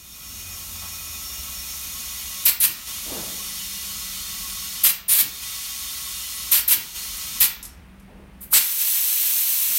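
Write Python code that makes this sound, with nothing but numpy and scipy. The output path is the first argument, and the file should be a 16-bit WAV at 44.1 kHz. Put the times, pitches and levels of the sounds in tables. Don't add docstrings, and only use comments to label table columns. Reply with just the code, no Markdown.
import sys
import numpy as np
from scipy import signal
from scipy.fft import rfft, irfft
from scipy.io import wavfile
from scipy.ndimage import uniform_filter1d

SR = 44100
rng = np.random.default_rng(int(sys.argv[2]) if len(sys.argv) > 2 else 0)


def wrap_up_sound(samples):
    columns = np.atleast_2d(samples).T
    tamed = np.clip(columns, -1, 1)
    steps = np.round(tamed * 32767).astype(np.int16)
    wavfile.write(sys.argv[1], SR, steps)


N = 431298
TIME = np.arange(N) / SR
HZ = np.fft.rfftfreq(N, 1 / SR)
EDGE_HZ = 15950

# (start [s], length [s], level at start [dB])
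VENTS = [(2.452, 0.045, -9), (4.834, 0.071, -8), (6.513, 0.084, -12.5), (7.401, 0.056, -11)]
# (start [s], length [s], surge level [dB], whistle length [s], whistle from [Hz], whistle to [Hz])
SQUEEZES = [(2.599, 0.054, -6.5, .036, 11950, 9100), (5.08, .13, -8.5, .055, 9360, 9680),
            (6.676, 0.058, -6.5, .011, 12800, 13200)]
# (start [s], length [s], level [dB], whistle from [Hz], whistle to [Hz])
POP = (8.5295, 0.054, 1.2, 8600, 7800)


def gain_of(db):
    return 10 ** (np.asarray(db) / 20)


def evened(x):
    return x / np.sqrt(np.mean(x ** 2) + 1e-20)


def read(points, hz):
    table_hz, value = np.transpose(points)
    return np.interp(np.log(hz + 1), np.log(table_hz + 1), value)


def curve(rows):
    return np.interp(TIME, *np.transpose(rows))


def gate(t, start, end, rise_s, fall_s):
    rise = np.clip((t - start) / rise_s, 0, 1)
    return rise * np.exp(-np.clip((t - end) / fall_s, 0, 60))


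def stretch(start):
    first = int(start * SR)
    return slice(first, first + SR)


def noise(colour_db):
    spectrum = rfft(rng.standard_normal(N))
    return evened(irfft(spectrum * gain_of(colour_db) * (HZ < EDGE_HZ), N))


def wander(rate_hz):
    knots = np.arange(0, TIME[-1] + 1, .5 / rate_hz)
    values = rng.standard_normal(N // 20)[:len(knots)]
    return evened(np.interp(TIME, knots, values))


def ripple(modes, hz):
    return np.array([height / (1 + (2 * (hz - centre) / width) ** 2) for centre, width, height in modes])


def room(x):
    # (frequency [Hz], t60 [s])
    room_t60 = [(150, 0.81), (1000, 0.71), (3000, 0.48), (6000, 0.4), (10000, 0.19), (16000, 0.36)]
    taps = rng.standard_normal(SR) * (TIME[:SR] > .006)
    hz, t, z = signal.stft(taps, SR, nperseg=256)
    decay = gain_of(-60 * t / read(room_t60, hz)[:, None])
    tail = signal.istft(z * decay, SR, nperseg=256)[1]
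    return signal.fftconvolve(x, tail / np.linalg.norm(tail))[:N]


def background(hum_hz=60.8, hum_db=-55.5, waver_db=1.5, drift=0.0087, change_s=.17, fade_db_per_s=-2):
    # (frequency [Hz], relative density [dB per Hz])
    shop_colour = [(10, -39.5), (24, -19.5), (38, 4), (75, 2), (110, -8.5), (200, -3.5), (300, -13.5),
                   (480, -18.5), (1000, -19.5), (2500, -22), (4500, -34), (7500, -39.5), (9600, -33.5),
                   (11000, -40), (15800, -37)]
    # (time [s], level [dB])
    shop_level = [(2.5, -48), (4.5, -48), (5.7, -51), (7.5, -47)]
    # (start [s], end [s], level at start [dB], first [Hz], last [Hz], time of change [s])
    engines = [(.25, 2.3, -47.5, 87, 71.5, 1.1), (3.1, 5.1, -53, 192.5, 188, 4.1),
               (7.72, 8.42, -51.5, 168, 198.4, 7.83)]
    out = noise(read(shop_colour, HZ)) * gain_of(curve(shop_level) + 0.72 * wander(2.7))
    for start, end, db, first_hz, last_hz, change in engines:
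        progress = (1 + np.tanh((TIME - change) / change_s)) / 2
        hz = first_hz + (last_hz - first_hz) * progress
        turns = np.cumsum(hz * (1 + drift * wander(15))) / SR
        level_db = db + fade_db_per_s * (TIME - start) + waver_db * wander(8.2)
        tone = evened(np.sin(2 * np.pi * turns))
        out += gain_of(level_db) * gate(TIME, start, end, .15, .1) * tone
    return out + gain_of(hum_db) * evened(np.sin(2 * np.pi * hum_hz * TIME))


def bumps(skirt_db=6, lumpy_db=1, rise_share=0.31):
    # (start [s], level [dB], length [s], t60 [s], centre [Hz], half width [octaves])
    rubs = [(.815, -49, 0.057, .35, 940, 0.83), (3.048, -37, .15, .75, 280, 1.52),
            (8.059, -49.5, .15, 0.75, 199, 1.6), (9.669, -36.5, 0.041, .3, 213, 0.76)]
    # (level [dB], length [s], t60 [s], centre [Hz])
    seat_thud = (-39.5, 0.05, 0.43, 165)
    # (level [dB], length [s], t60 [s], centre [Hz])
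    pop_thud = (-31, .05, 0.2, 480)
    thuds = [(start + length, *seat_thud, 1) for start, length, *_ in SQUEEZES]
    thuds += [(POP[0], *pop_thud, 1)]
    out, hz = np.zeros(N), np.fft.rfftfreq(SR, 1 / SR)
    for start, db, length, t60, centre, octaves in rubs + thuds:
        at = stretch(start)
        t = TIME[at]
        colour_db = -skirt_db * (np.log2((hz + 1) / centre) / octaves) ** 2
        body = evened(irfft(rfft(rng.standard_normal(SR)) * gain_of(colour_db)))
        envelope = gate(t, start, start + length, rise_share * length, t60 / np.log(1000))
        out[at] += gain_of(db) * body[:len(t)] * envelope
    return out * gain_of(lumpy_db * wander(25))


def clicks(crack_db=1, crack_t60=0.069, ring_db=-16, trim_db=-6.5):
    # (time [s], level before trim_db [dB])
    knocks = [(7.6279, -23), (7.6517, -27), (7.998, -49), (8.0242, -57), (8.3986, -59)]
    # (frequency [Hz], level before ring_db [dB], t60 [s])
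    metal = [(5500, -7, 0.2), (6430, -4, .16), (7553, -8, .1), (8300, -1, 0.124), (9100, 1, 0.17),
             (10980, -3, .1), (12870, 7, .14)]
    t, out = TIME[:SR // 3], np.zeros(N)
    crack = noise(read([(1500, -22), (4500, -6), (6000, -1.5), (13000, 2.5), (14500, -16)], HZ))
    for start, db in knocks:
        first = round(start * SR)
        at = slice(first, first + len(t))
        ring = np.zeros(len(t))
        for hz, mode_db, t60 in metal:
            ring += gain_of(mode_db - 60 * t / t60) * np.sin(2 * np.pi * (hz * t + rng.random()))
        snap = gain_of(crack_db - 60 * t / crack_t60) * crack[at]
        out[at] += gain_of(db + trim_db) * (gain_of(ring_db) * ring + snap)
    return out


def outflow(level_db=-4, flutter_db=0.52, open_s=0.0244):
    # (frequency [Hz], relative density [dB per Hz])
    jet_colour = [(180, -49), (300, -25.5), (337, -34), (360, -32.5), (825, -25), (927, -21), (1330, -21.5),
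                  (2630, -11), (4190, -8.5), (4870, -10.5), (6350, -7), (6890, -9.5), (8000, -8.5),
                  (14300, 2.5), (15800, -5)]
    # (centre [Hz], width [Hz], height [dB])
    stem = [(2620, 440, 1.5), (4330, 370, 1), (4800, 180, -4), (6270, 320, 2), (8000, 250, 6.5),
            (10180, 270, -6), (13500, 230, -4), (14400, 400, -2.5), (15340, 190, 5)]
    jet = noise(read(jet_colour, HZ) + ripple(stem, HZ).sum(0))
    opening = np.clip((TIME - POP[0] - POP[1]) / open_s + 1, 0, 1)
    return jet * gain_of(level_db + flutter_db * wander(30)) * opening


def whistle(start, length, first_hz, last_hz, db, width_hz=400, rise_s=.007):
    t = TIME[stretch(start)]
    fuzz = wander(width_hz)[:SR] + 1j * wander(width_hz)[:SR]
    hz = np.interp(t, [start, start + length], [first_hz, last_hz])
    tone = (fuzz * np.exp(2j * np.pi * np.cumsum(hz) / SR)).real
    return gain_of(db) * gate(t, start, start + length, rise_s, .003) * tone


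def blast(start, length, db, lift_db, flutter_db=1.0, split_hz=7500, rise_s=.007, shut_s=0.012,
          widen_s=0.014):
    # (frequency [Hz], relative density [dB per Hz])
    blast_colour = [(100, -21.5), (350, -27.5), (680, -24), (1000, -16.5), (1550, -14.5), (2300, -8),
                    (4200, -6), (5200, -9), (7000, -8.5), (9200, -4), (10300, -3.5), (11000, -2.5),
                    (12500, 2), (14300, -1), (15800, -5.5)]
    t, hz = TIME[stretch(start)], np.fft.rfftfreq(SR, 1 / SR)
    colour = gain_of(read(blast_colour, hz)) * (hz < EDGE_HZ)
    jet = evened(irfft(rfft(rng.standard_normal(SR)) * colour))
    midrange = irfft(rfft(jet) / (1 + (hz / split_hz) ** 8))
    body = gain_of(lift_db) * np.clip((t - start) / widen_s, 0, 1)
    level = gain_of(db + flutter_db * wander(130)[:SR]) * gate(t, start, start + length, rise_s, shut_s)
    return level * (jet + (body - 1) * midrange)


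def chuck(leak_lift_db=-11, pop_lift_db=3.0, whistle_db=-5, loosen_s=.029, loosen_from_db=-49,
          loosen_to_db=-16):
    # (start [s], length [s], level [dB])
    spit = (8.406, 0.034, -36)
    # (length [s], from [Hz], to [Hz], level [dB])
    chirp = (0.05, 1096, 3300, -21.5)
    out = np.zeros(N)
    out[stretch(spit[0])] += blast(*spit, leak_lift_db)
    start, length, db, first_hz, last_hz = POP
    loose = start - loosen_s
    leak_at, pop_at = stretch(loose), stretch(start)
    leak_db = np.interp(TIME[leak_at], [loose, start], [loosen_from_db, loosen_to_db])
    out[leak_at] += blast(loose, loosen_s, leak_db, leak_lift_db)
    out[pop_at] += blast(start, length, db, pop_lift_db, flutter_db=0.5, rise_s=0.0067)
    out[pop_at] += whistle(start, length, first_hz, last_hz, db + whistle_db, width_hz=670, rise_s=0.018)
    out[pop_at] += whistle(start, *chirp, rise_s=0.0015)
    return out


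def squeezes(leak_lift_db=-2, surge_lift_db=0.0, whistle_db=-10, leak_db=-7, surge_s=0.028,
             surge_rise_s=.016):
    out = np.zeros(N)
    for start, length, db, *glide in SQUEEZES:
        at = stretch(start)
        surge = np.clip((TIME[at] - (start + length - surge_s)) / surge_rise_s, 0, 1)
        lift_db = leak_lift_db * (1 - surge) + surge_lift_db * surge
        out[at] += blast(start, length, db + leak_db * (1 - surge), lift_db)
        out[at] += whistle(start, *glide, db + whistle_db)
    return out


def vents(lift_db=1, thinning_db_per_s=-15, sag_db_per_s=-67, whistle_db=-6, whistle_hz=12400,
          whistle_s=0.023):
    out = np.zeros(N)
    for start, length, db in VENTS:
        at = stretch(start)
        age = TIME[at] - start
        out[at] += blast(start, length, db + sag_db_per_s * age, lift_db + thinning_db_per_s * age)
        out[at] += whistle(start, whistle_s, whistle_hz, whistle_hz, db + whistle_db)
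    return out


def trigger(open_s=.03, close_s=.05):
    opens = [-1] + [start + length for start, length, *_ in SQUEEZES]
    return sum(gate(TIME, start, vent[0], open_s, close_s) for start, vent in zip(opens, VENTS))


def inflow(level_db=-31.5, start_db=-7, build_s=1.11, contrast=1.185, dense_db=3.0, waver=0.13,
           flutter_db=0.23, late_switch_s=7.8):
    # (time [s], firmness [0 slack - 1 firm])
    firmness_rows = [(1.5, 0), (2.4, 0.34), (2.9, 0.38), (4.5, 0.56)]
    # (frequency [Hz], relative density [dB per Hz])
    slack_colour = [(250, -58), (600, -13.5), (950, -13), (1700, -16), (2700, -8.5), (4300, -5.5),
                    (4900, -7.5), (5800, 1), (7700, -5.5), (9300, -1), (10400, -6), (11200, -0.3),
                    (13500, -1.1), (15700, -4)]
    firm_colour = [(250, -43.5), (600, -23.5), (950, -17), (1700, -11.5), (2700, -5), (4300, -2),
                   (4900, -2.5), (5800, 0.5), (7700, -2.5), (9300, -0.7), (10400, -5), (11200, 0),
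                   (13500, -2.5), (15700, -6)]
    # (centre [Hz], width [Hz], slack height [dB], firm height [dB])
    cavity = [(1101, 72, 12, 14.5), (1311, 77, 13, 8), (1425, 33, 5.5, 6), (1554, 31, 5, 4.5),
              (1973, 70, 11.5, 9.5), (2243, 130, 6.5, 3), (2473.5, 43, 18, 4.5), (2840, 80, 8.5, 6),
              (3018, 35, 7.5, 12), (3150, 21, 4.5, 6.5), (3243, 23, 10, 13.5), (3410, 32, 6, 2),
              (3460, 32, 7.5, 5), (3636, 54, 12, 11), (3780, 56, 5.5, 3), (4070, 29, -0.5, 2.5),
              (4223, 73, 7, 10.5), (4350, 25, 6.5, 12.5), (4600, 80, 3.5, 7), (4720, 32, 6.5, 3),
              (5060, 72, 3, 4), (5200, 41, 5, 8.5), (5493, 19, 13.5, 3), (6320, 68, 3, 1.5),
              (6520, 28, 12, 2.5), (6870, 77, 8.5, -2), (8220, 120, 2, 3.5), (9330, 67.5, -7, 3.5),
              (9700, 82, 2.5, 9.5), (11929, 54, 5.5, 0.5)]
    # (centre [Hz], width [Hz], height [dB])
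    silent_modes = [(3750, 60, 7.5), (4210, 90, 5.5), (5210, 55, 4)]
    frames = dict(nperseg=4096, noverlap=3072)
    hz, t, z = signal.stft(rng.standard_normal(N), SR, **frames)
    modes = np.array(cavity)
    firmness = np.clip(np.interp(t, *np.transpose(firmness_rows)), 0, 1)
    drift = uniform_filter1d(rng.standard_normal((len(modes), len(t))), size=12, axis=1)
    swell = contrast + waver * evened(drift)
    slack = read(slack_colour, hz)[:, None] + ripple(modes[:, [0, 1, 2]], hz).T @ swell
    firm = read(firm_colour, hz)[:, None] + ripple(modes[:, [0, 1, 3]], hz).T @ swell
    late = ripple(silent_modes, hz).sum(0)[:, None] * (t > late_switch_s)
    colour = gain_of((1 - firmness) * slack + firmness * firm + late) * (hz < EDGE_HZ)[:, None]
    colour = colour * gain_of(dense_db * rng.standard_normal(len(hz)))[:, None]
    shaped = z * colour / np.linalg.norm(colour, axis=0)
    jet = evened(signal.istft(shaped, SR, **frames)[1][:N])
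    flow_db = level_db + start_db * np.exp(-TIME / build_s) + flutter_db * wander(25)
    return trigger() * gain_of(flow_db) * jet


def scene(room_db=-5.0, tyre_room_db=-13, width_db=-21):
    open_air = vents() + squeezes() + chuck() + clicks()
    tyre, escape = inflow(), outflow()
    middle = open_air + gain_of(room_db) * room(open_air)
    middle = middle + tyre + gain_of(tyre_room_db) * room(tyre)
    middle = middle + escape + bumps() + background()
    highpass = signal.butter(6, 6000, "high", fs=SR, output="sos")
    treble = signal.sosfilt(highpass, open_air + tyre + escape)
    side = gain_of(width_db) * room(treble)
    return np.array([middle + side, middle - side])


def record(dry, limit_db=-12.0, recovery_db_per_s=80, hold_db=-20.5, memory_s=0.22, ceiling=1.8,
           fade_in_s=0.35, fade_in_db=-6.5):
    power = (dry ** 2).mean(0)
    energy = np.cumsum(power) / SR
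    quick_db = 10 * np.log10(abs(uniform_filter1d(power, size=300)) + 1e-12)
    recent_energy = energy - np.interp(TIME - memory_s, TIME, energy)
    slow_db = 10 * np.log10(abs(recent_energy) / memory_s + 1e-12)
    fall_db = TIME * recovery_db_per_s
    held_peak_db = np.maximum.accumulate(quick_db + fall_db) - fall_db
    over_db = np.maximum(held_peak_db - limit_db, slow_db - hold_db)
    ducked = dry / gain_of(uniform_filter1d(np.maximum(over_db, 0), size=100))
    ducked = ducked * gain_of(fade_in_db * np.maximum(1 - TIME / fade_in_s, 0))
    ducked = ceiling * np.tanh(ducked / ceiling)
    lowpass = signal.firwin(511, EDGE_HZ, window=("kaiser", 9), fs=SR)
    return signal.oaconvolve(ducked, lowpass[None], "same")


dry = scene()
out = record(dry)
wrap_up_sound(out)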